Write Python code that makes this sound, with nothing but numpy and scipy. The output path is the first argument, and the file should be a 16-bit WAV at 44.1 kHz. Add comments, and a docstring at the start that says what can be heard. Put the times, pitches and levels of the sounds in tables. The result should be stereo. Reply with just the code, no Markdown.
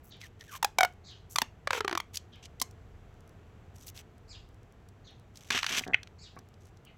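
"""In a garden, plastic grafting tape is pulled off its roll and stretched round a branch, close by.
The tape sticks and slips: each slip cracks and twangs the tight strip, whose pitch falls as it gets
longer. Steady pulls crackle; the tape also pops and squeaks, and the branch creaks under the load.
A bird calls some way off, leaves tick, an engine hums far away and light wind touches the microphone,
all over a soft, steady rush."""
import sys
import numpy as np
from scipy import signal
from scipy.fft import rfft, irfft
from scipy.io import wavfile
from scipy.ndimage import uniform_filter1d

SR = 44100
rng = np.random.default_rng(int(sys.argv[2]) if len(sys.argv) > 2 else 0)


def unload_audio(sound):
    """Save the sound as a 16-bit wav file, at the path given as the first command line argument."""
    columns = np.transpose(np.atleast_2d(sound))
    # keep every value between -1 and 1, then stretch to whole-number steps
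    steps = np.round(np.clip(columns, -1, 1) * 32767)
    wavfile.write(sys.argv[1], SR, steps.astype(np.int16))


N = 307377
TIME = np.arange(N) / SR


def slips(travel_s=0.0015, slowing=1.15):
    """Tight tape sticks and slips with a crack and a twang. As the strip gets longer, its pitch falls."""
    # Each row: start in seconds, crack level in dB, twang level in dB.
    jerks = [(.6271, -25, -19.5), (.645, -21, -12), (0.7848, -17.5, -12), (.807, -20.5, -12),
             (.831, -21, -9.5), (.848, -25, -15), (1.3582, -22, -21), (1.384, -20.5, -24),
             (1.417, -22, -22), (1.6725, -25, -31.5), (1.7058, -21, -26.5), (1.7308, -24, -30.5),
             (1.7482, -36, -24.5), (1.765, -39, -32), (1.7767, -39, -23), (1.8054, -25.5, -20.5),
             (1.8462, -32.5, -19.5), (1.878, -24.5, -28), (1.894, -34.5, -41), (1.911, -31, -26),
             (1.927, -27, -22), (1.9506, -26, -25.5), (1.9751, -29, -5), (2.001, -32.5, -13.5),
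             (2.615, -24.5, -30.5)]
    # Each row is a run of slips: start in seconds, first and last pitch in Hz, seconds for a twang to
    # fade by 60 dB, the crack's low and high edge in Hz, its fall above that in dB per octave.
    pulls = [(0.6, 904, 819, 0.042, 820, 900, 6), (0.76, 753, 720, 0.076, 702, 1260, 7),
             (1.33, 1165, 905, 0.049, 795, 3750, 10.5), (1.65, 563, 336, 0.055, 885, 2170, 14),
             (1.965, 1132, 1057, .012, 880, 2760, 9.5), (2.58, 1060, 1050, 0.068, 420, 6300, 4)]
    out = np.zeros((2, N))
    pull_of = np.searchsorted([pull[0] for pull in pulls], [jerk[0] for jerk in jerks]) - 1
    for index, (_, first_hz, last_hz, t60, low_hz, high_hz, fall) in enumerate(pulls):
        run = np.array(jerks)[pull_of == index]
        for start, crack_db, twang_db in run:
            still_to_pull = np.interp(start, run[[0, -1], 0], [1, 0])
            # the hand slows near the end of a pull, so the pitch drop eases off
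            hz = last_hz * (first_hz / last_hz) ** (still_to_pull ** slowing)
            release = crack(crack_db, low_hz, high_hz, fall, decay_s=0.002, rise_s=0.004)
            hollow = reflect(release, hz, feedback=np.exp(-1 / (hz * travel_s)))
            add(out, start, hollow, pan_db=-4)
            add(out, start, undb(twang_db) * twang(hz, t60), pan_db=-7)
    return out


def twang(hz, t60, damping=0.58, rise_s=0.00093, lag_s=0.00013):
    """The plucked strip rings with several tones, much like a string; the high ones die first."""
    # Each row: multiple of the strip's pitch, level in dB.
    strip_tones = [(1.002, -4), (2.01, -8.5), (3.041, -2.5), (4.3, -11), (5.2, -15)]
    t = left_late(SR // 8, lag_s)
    sound = sum(undb(db) * fade_out(t, t60 / k ** damping) * np.sin(2 * np.pi * hz * k * t)
                for k, db in strip_tones)
    return sound * (1 - np.exp(-t / rise_s))


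def crack(db, low_hz, high_hz, fall, decay_s, rise_s):
    """A patch of tape lets go and the film rattles for a few milliseconds."""
    t = np.arange(1024) / SR
    fade = np.exp(-t / decay_s) * (1 - np.exp(-t / rise_s))
    burst = rng.standard_normal((3, len(t))) * fade
    for _ in range(2):
        # so sudden a release stirs all frequencies alike
        spectrum = rfft(burst)
        burst = irfft(spectrum / np.abs(spectrum)) * np.sqrt(fade)
    rattle = film(ports(burst, apart=.7), low_hz, high_hz, fall)
    return at_level(rattle, db, span_s=.01)


def reflect(sound, hz, feedback):
    """A crack runs to and fro along the strip, once per cycle of its pitch, and so sounds hollow."""
    feedback = np.clip(feedback, 0, .8)
    loop = np.r_[1, np.zeros(int(SR / hz) - 1), -feedback]
    padded = np.pad(sound, ((0, 0), (0, 512)))
    return signal.lfilter([np.sqrt(1 - feedback ** 2)], loop, padded)


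def film(x, low_hz, high_hz, fall):
    """The plastic film gives off one band of sound: cut steeply below, by `fall` dB per octave above."""
    size = 2048
    hz = np.fft.rfftfreq(size, 1 / SR) + 20
    db = -10 * np.log10(1 + (low_hz / hz) ** 6)
    db -= fall / 12 * 10 * np.log10(1 + (hz / high_hz) ** 4)
    # build the filter so that it rings only after a hit, never before
    cepstrum = irfft(np.log(undb(np.maximum(db, db.max() - 70))))
    cepstrum[1:size // 2] *= 2
    cepstrum[size // 2 + 1:] = 0
    response = irfft(np.exp(rfft(cepstrum)))
    return signal.fftconvolve(x, response[None], axes=1)


def cracks(spread=1.2):
    """Single dry ticks come from film too slack or too short to ring."""
    # Each row: start in seconds, level in dB, middle of the band in Hz.
    ticks = [(0.214, -45, 3230), (0.409, -48.5, 3480), (0.5519, -42.5, 1620), (2.1466, -44.5, 4000),
             (2.1567, -36.5, 4900), (2.1707, -30.5, 4400), (2.4553, -50.5, 4000), (2.5994, -38, 4400),
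             (2.6213, -29, 6000), (2.7102, -60, 6000), (3.8802, -47, 4550), (3.975, -45.5, 3580),
             (4.887, -61, 6000), (5.357, -54.5, 4320), (5.372, -50.5, 5540), (5.5038, -26, 2300),
             (5.5058, -21, 2090), (5.576, -23, 2300), (5.6297, -22.5, 1940), (5.6433, -27.5, 1920),
             (5.6643, -23.5, 2420), (5.7829, -29, 3430), (5.877, -46, 3800), (5.9428, -28.5, 1500),
             (6.0309, -43.5, 2800), (6.0725, -50.5, 2450), (6.389, -55, 5470), (6.54, -62, 3040),
             (6.6552, -63.5, 6000), (6.7708, -64, 4490), (6.85, -59, 8600)]
    out = np.zeros((2, N))
    for start, db, hz in ticks:
        tick = crack(db, hz / spread, hz * spread, fall=16.5, decay_s=0.0034, rise_s=0.00032)
        add(out, start, tick, pan_db=-2.5)
    return out


def pops():
    """The stretched tape gives way in a few jerks, each a short, round ring."""
    # Each row: start in seconds, gain in dB.
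    jerks = [(5.837, -29.5), (5.934, -24.5), (5.9355, -20), (5.9436, -8), (5.9463, -18.5)]
    # Each row: pitch in Hz, level in dB, seconds to fade by 60 dB.
    pop_tones = [(1500, -6, 0.024), (2120, 8, 0.0095), (2440, 8, 0.0086), (2960, -1.5, 0.012),
                 (5960, -25, 0.013)]
    out = np.zeros((2, N))
    for start, db in jerks:
        add(out, start, undb(db) * ring(pop_tones, lag_s=0.000395, rise_s=0.0005))
    return out


def peeling(bonds_per_s=1500, at_db=-30, db_per_doubling=17.5, grain_s=.0009, ease=0.24, spread=1.75):
    """A steady pull breaks many tiny sticky bonds of uneven strength, which merge into a crackle."""
    # Each row: start and end in seconds, level in dB, middle of the band in Hz,
    # fall above the band in dB per octave.
    peels = [(0.036, 0.103, -54.5, 8000, -24), (0.207, 0.272, -54.5, 2570, 10.5),
             (0.403, 0.519, -60.5, 2980, 10), (0.516, 0.576, -46.5, 2090, 4),
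             (1.303, 1.404, -52.5, 9100, 38.5), (1.727, 1.791, -36, 1650, 11), (2.137, 2.181, -45, 3400, 8),
             (2.429, 2.466, -51, 4000, 31), (3.752, 3.858, -59.5, 5200, 16),
             (3.865, 3.901, -45.5, 4000, 0.5), (3.95, 4.014, -51.5, 2930, 9), (5.356, 5.515, -58, 3230, 13),
             (5.514, 5.598, -28.5, 2320, 18.5), (5.592, 5.698, -44, 2100, 14.5),
             (5.687, 5.766, -30.5, 2250, 15.5), (5.766, 5.798, -26.5, 2390, 14),
             (5.794, 5.852, -49.5, 2023, 9.5), (6.61, 6.696, -70, 5500, 29)]
    out = np.zeros((2, N))
    for start, end, db, hz, fall in peels:
        length = end - start
        size = max(int(length * (1 + ease) * SR), 200)
        strength_draw, break_draw = rng.random((2, SR // 4))[:, :size]
        strength = undb(3 * np.minimum(-np.log(strength_draw), 4))
        rate = bonds_per_s * 2 ** ((db - at_db) / db_per_doubling)  # harder pulls break bonds faster
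        breaks = (break_draw < rate / SR) * strength ** 2
        energy = signal.lfilter([1], [1, -np.exp(-1 / (grain_s * SR))], breaks)
        grip = signal.windows.tukey(size, 2 * ease)  # the pull builds and slackens
        grains = np.sqrt(energy * grip) * rng.standard_normal((3, SR // 4))[:, :size]
        crackle = film(ports(grains, apart=1.0, count=15), hz / spread, hz * spread, fall)
        add(out, start - length * ease / 2, at_level(crackle, db, length), pan_db=-3.5)
    return out


def creaks(steps_per_s=170, scatter_db=4):
    """The wrap jerks along the wood in uneven steps that make the branch ring."""
    # Each row: start and end in seconds, level in dB.
    slides = [(1.42, 1.425, -31.5), (2.616, 2.623, -39.5), (5.504, 5.566, -38.5), (5.702, 5.818, -43.5),
              (5.865, 5.887, -36.5), (5.882, 5.934, -41), (6.356, 6.403, -50)]
    # Each row: pitch in Hz, level in dB, seconds to fade by 60 dB.
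    branch_tones = [(181.6, -24, 0.056), (252, -3, 0.034), (364, -3, 0.024), (744, 3, 0.0215),
                    (1110, -7.5, 0.023), (1650, -1, 0.0096)]
    knock = ring(branch_tones, lag_s=0.00058, rise_s=0.00089)
    out = np.zeros((2, N))
    for start, end, db in slides:
        gaps, sizes = rng.standard_normal((2, 60))
        times = np.r_[0, np.cumsum(np.exp(.4 * gaps[1:]))] / steps_per_s
        inside = times < end - start
        steps = np.zeros(SR // 4)
        steps[(times[inside] * SR).astype(int)] = undb(scatter_db * sizes[inside])
        creak = signal.fftconvolve(steps[None], knock, axes=1)
        add(out, start, at_level(creak, db, end - start), pan_db=-9)
    return out


def squeaks(rough=0.081, flutter_db=4, overtone_db=-11):
    """Tape sliding on bark chatters at a rough, falling pitch."""
    # Each row: start and length in seconds, first and last pitch in Hz, level in dB.
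    slides = [(0.213, 0.051, 2300, 1690, -53.5), (0.399, 0.036, 1920, 1890, -56.5),
              (0.467, 0.066, 1850, 1330, -57), (0.516, 0.061, 1238, 988, -48.5),
              (6.364, 0.028, 1173, 1068, -53.5)]
    out = np.zeros((2, N))
    for start, length, first_hz, last_hz, db in slides:
        size = int(length * SR)
        hz = np.linspace(first_hz, last_hz, size) * (1 + rough * wobble(1200, size))
        phase = 2 * np.pi * np.cumsum(hz) / SR
        tone = np.sin(phase) + undb(overtone_db) * np.sin(2 * phase)
        tone *= undb(flutter_db * wobble(350, size))
        add(out, start, undb(db) * unit(tone * signal.windows.tukey(size, .5)), pan_db=-3)
    return out


def bird(hoarse=0.087, flutter_db=3):
    """A bird gives hoarse, falling chirps, smeared by the trees in between."""
    # Each row: start and length in seconds, pitch near the top of the call in Hz, gain in dB.
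    calls = [(0.099, 0.052, 2080, -54), (1.036, 0.11, 2244, -53), (2.319, 0.047, 1744, -57),
             (4.274, 0.1, 2302, -52.5), (5.04, .07, 2100, -57), (6.179, .11, 2386, -54),
             (6.846, 0.061, 1500, -61)]
    # Each row: share of the call's length, multiple of its pitch, gain in dB.
    call_shape = [(0, .95, -13), (.2, 1.03, -5), (.45, .96, 0), (.7, .8, -4), (1, .54, -8)]
    # Each row: multiple of the pitch, level in dB.
    voice_tones = [(1, -13.5), (2, 4), (3, -8), (4, -27.5)]
    out = np.zeros((2, N))
    share, pitch, effort_db = np.transpose(call_shape)
    for start, length, top_hz, db in calls:
        size = int(length * SR)
        progress = np.linspace(0, 1, size)
        hz = top_hz * np.interp(progress, share, pitch) * (1 + hoarse * wobble(900, size))
        phase = 2 * np.pi * np.cumsum(hz) / SR
        voice = sum(undb(tone_db) * np.sin(k * phase) for k, tone_db in voice_tones)
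        effort = undb(np.interp(progress, share, effort_db) + flutter_db * wobble(320, size))
        effort *= signal.windows.tukey(size, .2)
        add(out, start, undb(db) * unit(voice * effort), pan_db=2)
    return undb(-4) * out + undb(-3) * echoes(out, t60=0.33)


def leaves(db=-70, scatter_db=4, count=30):
    """Leaves and gloves brush the branch now and then with faint, dry ticks."""
    out = np.zeros((2, N))
    for when, strength in rng.random((count, 2)):
        tick_db = db + scatter_db * (2 * strength - 1)
        tick = crack(tick_db, low_hz=4000, high_hz=8000, fall=10, decay_s=0.00067, rise_s=0.00026)
        add(out, when * (N / SR), tick)
    return out


def engine(waver=.04, throb=0.48):
    """Two wavering notes of a far engine beat together into a low hum."""
    # Each row: pitch in Hz, level in dB.
    notes = [(84, -62), (99, -63.5)]
    out = 0
    for hz, db in notes:
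        phase = 2 * np.pi * np.cumsum(hz * (1 + waver * wobble(13, N))) / SR
        out = out + undb(db) * unit(np.sin(phase) * (1 + throb * wobble(13, N)))
    return out


def wind(band_hz=(34, 64), breeze_db=-67):
    """A light breeze and two gusts rumble on the microphone."""
    # Each row: time of the peak and half length in seconds, level in dB.
    gusts = [(2.98, 0.19, -55), (4.422, 0.16, -59)]
    band = signal.butter(2, band_hz, "band", fs=SR, output="sos")
    rumble = signal.sosfilt(band, rng.standard_normal((3, N)))
    strength = undb(breeze_db) + sum(undb(db) * bump(peak_s, half_s) for peak_s, half_s, db in gusts)
    return unit(ports(rumble, apart=.3)) * strength


def garden(db=-55, swell_db=2):
    """A soft, distant rush swells once. It is alike in both ears in the bass and wide higher up."""
    # Each row: frequency in Hz, relative level in dB.
    colour = [(15, -36), (25, -12), (102, -4.5), (293, -18.5), (451, -16.5), (545, -24), (695, -20.5),
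              (911, -26), (1370, -28), (2990, -36.5), (6560, -48.5), (16000, -60)]
    # Each row: frequency in Hz, level in dB of the side (left minus right) against the shared middle.
    width = [(60, -13.5), (110, -16.5), (200, -9), (380, -0.5), (700, 4.5), (1290, 6.5), (2380, 0),
             (4400, 2), (8120, -0.5), (15000, -2)]
    hz = np.fft.rfftfreq(N, 1 / SR)
    mid, side = rfft(rng.standard_normal((2, N))) * undb(along(colour, hz))
    side *= undb(along(width, hz))
    rush = unit(irfft([mid + side, mid - side], N))
    out = np.zeros((2, N))
    add(out, 0, rush * undb(db + swell_db * bump(peak_s=3.2, half_s=1.0)), pan_db=-1)
    return out


def echoes(x, t60, dull_hz=6000):
    """Trees, ground and greenhouse scatter the sound into a soft tail."""
    t = np.arange(SR) / SR
    tail = rng.standard_normal((2, SR)) * fade_out(t, t60) * (1 - np.exp(-t / 0.002))
    tail = signal.sosfilt(signal.butter(1, dull_hz, fs=SR, output="sos"), tail)
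    return signal.fftconvolve(x, tail / np.sqrt(np.sum(tail ** 2) / 2), axes=1)[:, :N]


def ring(tones, lag_s, rise_s):
    """Tones die away after one soft blow, reaching the left side lag_s later."""
    t = left_late(SR // 12, lag_s)
    sound = sum(undb(db) * fade_out(t, t60) * np.sin(2 * np.pi * hz * t) for hz, db, t60 in tones)
    return sound * (1 - np.exp(-(t / rise_s) ** 2))


def ports(noises, apart, count=9):
    """Both microphone openings hear one noise, the left `count` samples later, plus their own scatter."""
    shared, scatter = noises[0], noises[1:]
    late = np.pad(shared, (count, 0))[:len(shared)]
    return np.array([late, shared]) + apart * scatter


def left_late(size, lag_s):
    """Time in seconds for left and right; the left starts lag_s later."""
    return np.maximum(np.arange(size) / SR - np.array([[lag_s], [0]]), 0)


def fade_out(t, t60):
    """A fade that loses 60 dB every t60 seconds."""
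    return np.exp(-np.log(1000) * t / t60)


def bump(peak_s, half_s):
    """A smooth rise to 1 and fall back."""
    return np.exp(-((TIME - peak_s) / half_s) ** 2)


def wobble(rate, size):
    """A smooth random wobble of about 1 either way, with `rate` new values a second."""
    hold = int(SR / rate)
    steps = rng.standard_normal(1000)[np.arange(size) // hold % 1000]
    return 1.3 * uniform_filter1d(uniform_filter1d(steps, hold), hold)[:size]


def along(points, hz):
    """Read between rows of (Hz, value), giving each octave equal room."""
    at, value = np.transpose(points)
    return np.interp(np.log(hz + 1), np.log(at), value)


def undb(db):
    """Turn decibels into a gain."""
    return 10 ** (np.asarray(db) / 20)


def unit(x):
    """Scale to an average level (rms) of 1."""
    return x / np.sqrt(np.mean(x ** 2) + 1e-20)


def at_level(sound, db, span_s):
    """Give each channel the energy of a steady sound at level db that lasts span_s."""
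    power = np.sum(sound ** 2, axis=1, keepdims=True) / (span_s * SR)
    return sound * undb(db) / np.sqrt(power + 1e-20)


def add(out, start_s, sound, pan_db=0):
    """Mix a sound in at start_s; pan_db above 0 leans left, below 0 right."""
    start = max(int(start_s * SR), 0)
    sides = unit(undb(np.array([[pan_db], [-pan_db]]) / 2))
    out[:, start:start + sound.shape[-1]] += (sides * sound)[:, :N - start]


def scene():
    """The tape close by, its faint echoes, and the garden behind."""
    behind = garden() + engine() + wind() + leaves() + bird()
    tape = slips() + cracks() + pops() + peeling() + creaks() + squeaks()
    return tape + undb(-24.5) * echoes(tape, t60=.2) + behind


def record(dry, top_hz=16400):
    """The microphone openings colour the treble and the recorder cuts off the very top."""
    # Each row: frequency in Hz, gain in dB.
    port_colour = [(3200, 0), (4200, -1.5), (5300, -1.5), (5900, 3), (6800, 2.5), (7900, 4), (8600, -5),
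                   (9800, -2), (11800, 3.5), (13200, 1.5), (15500, 0)]
    gain = undb(along(port_colour, np.fft.rfftfreq(N, 1 / SR)))
    coloured = irfft(rfft(dry) * gain, N)
    return signal.sosfilt(signal.ellip(8, .2, 70, top_hz, fs=SR, output="sos"), coloured)


dry = scene()
out = record(dry)
unload_audio(out)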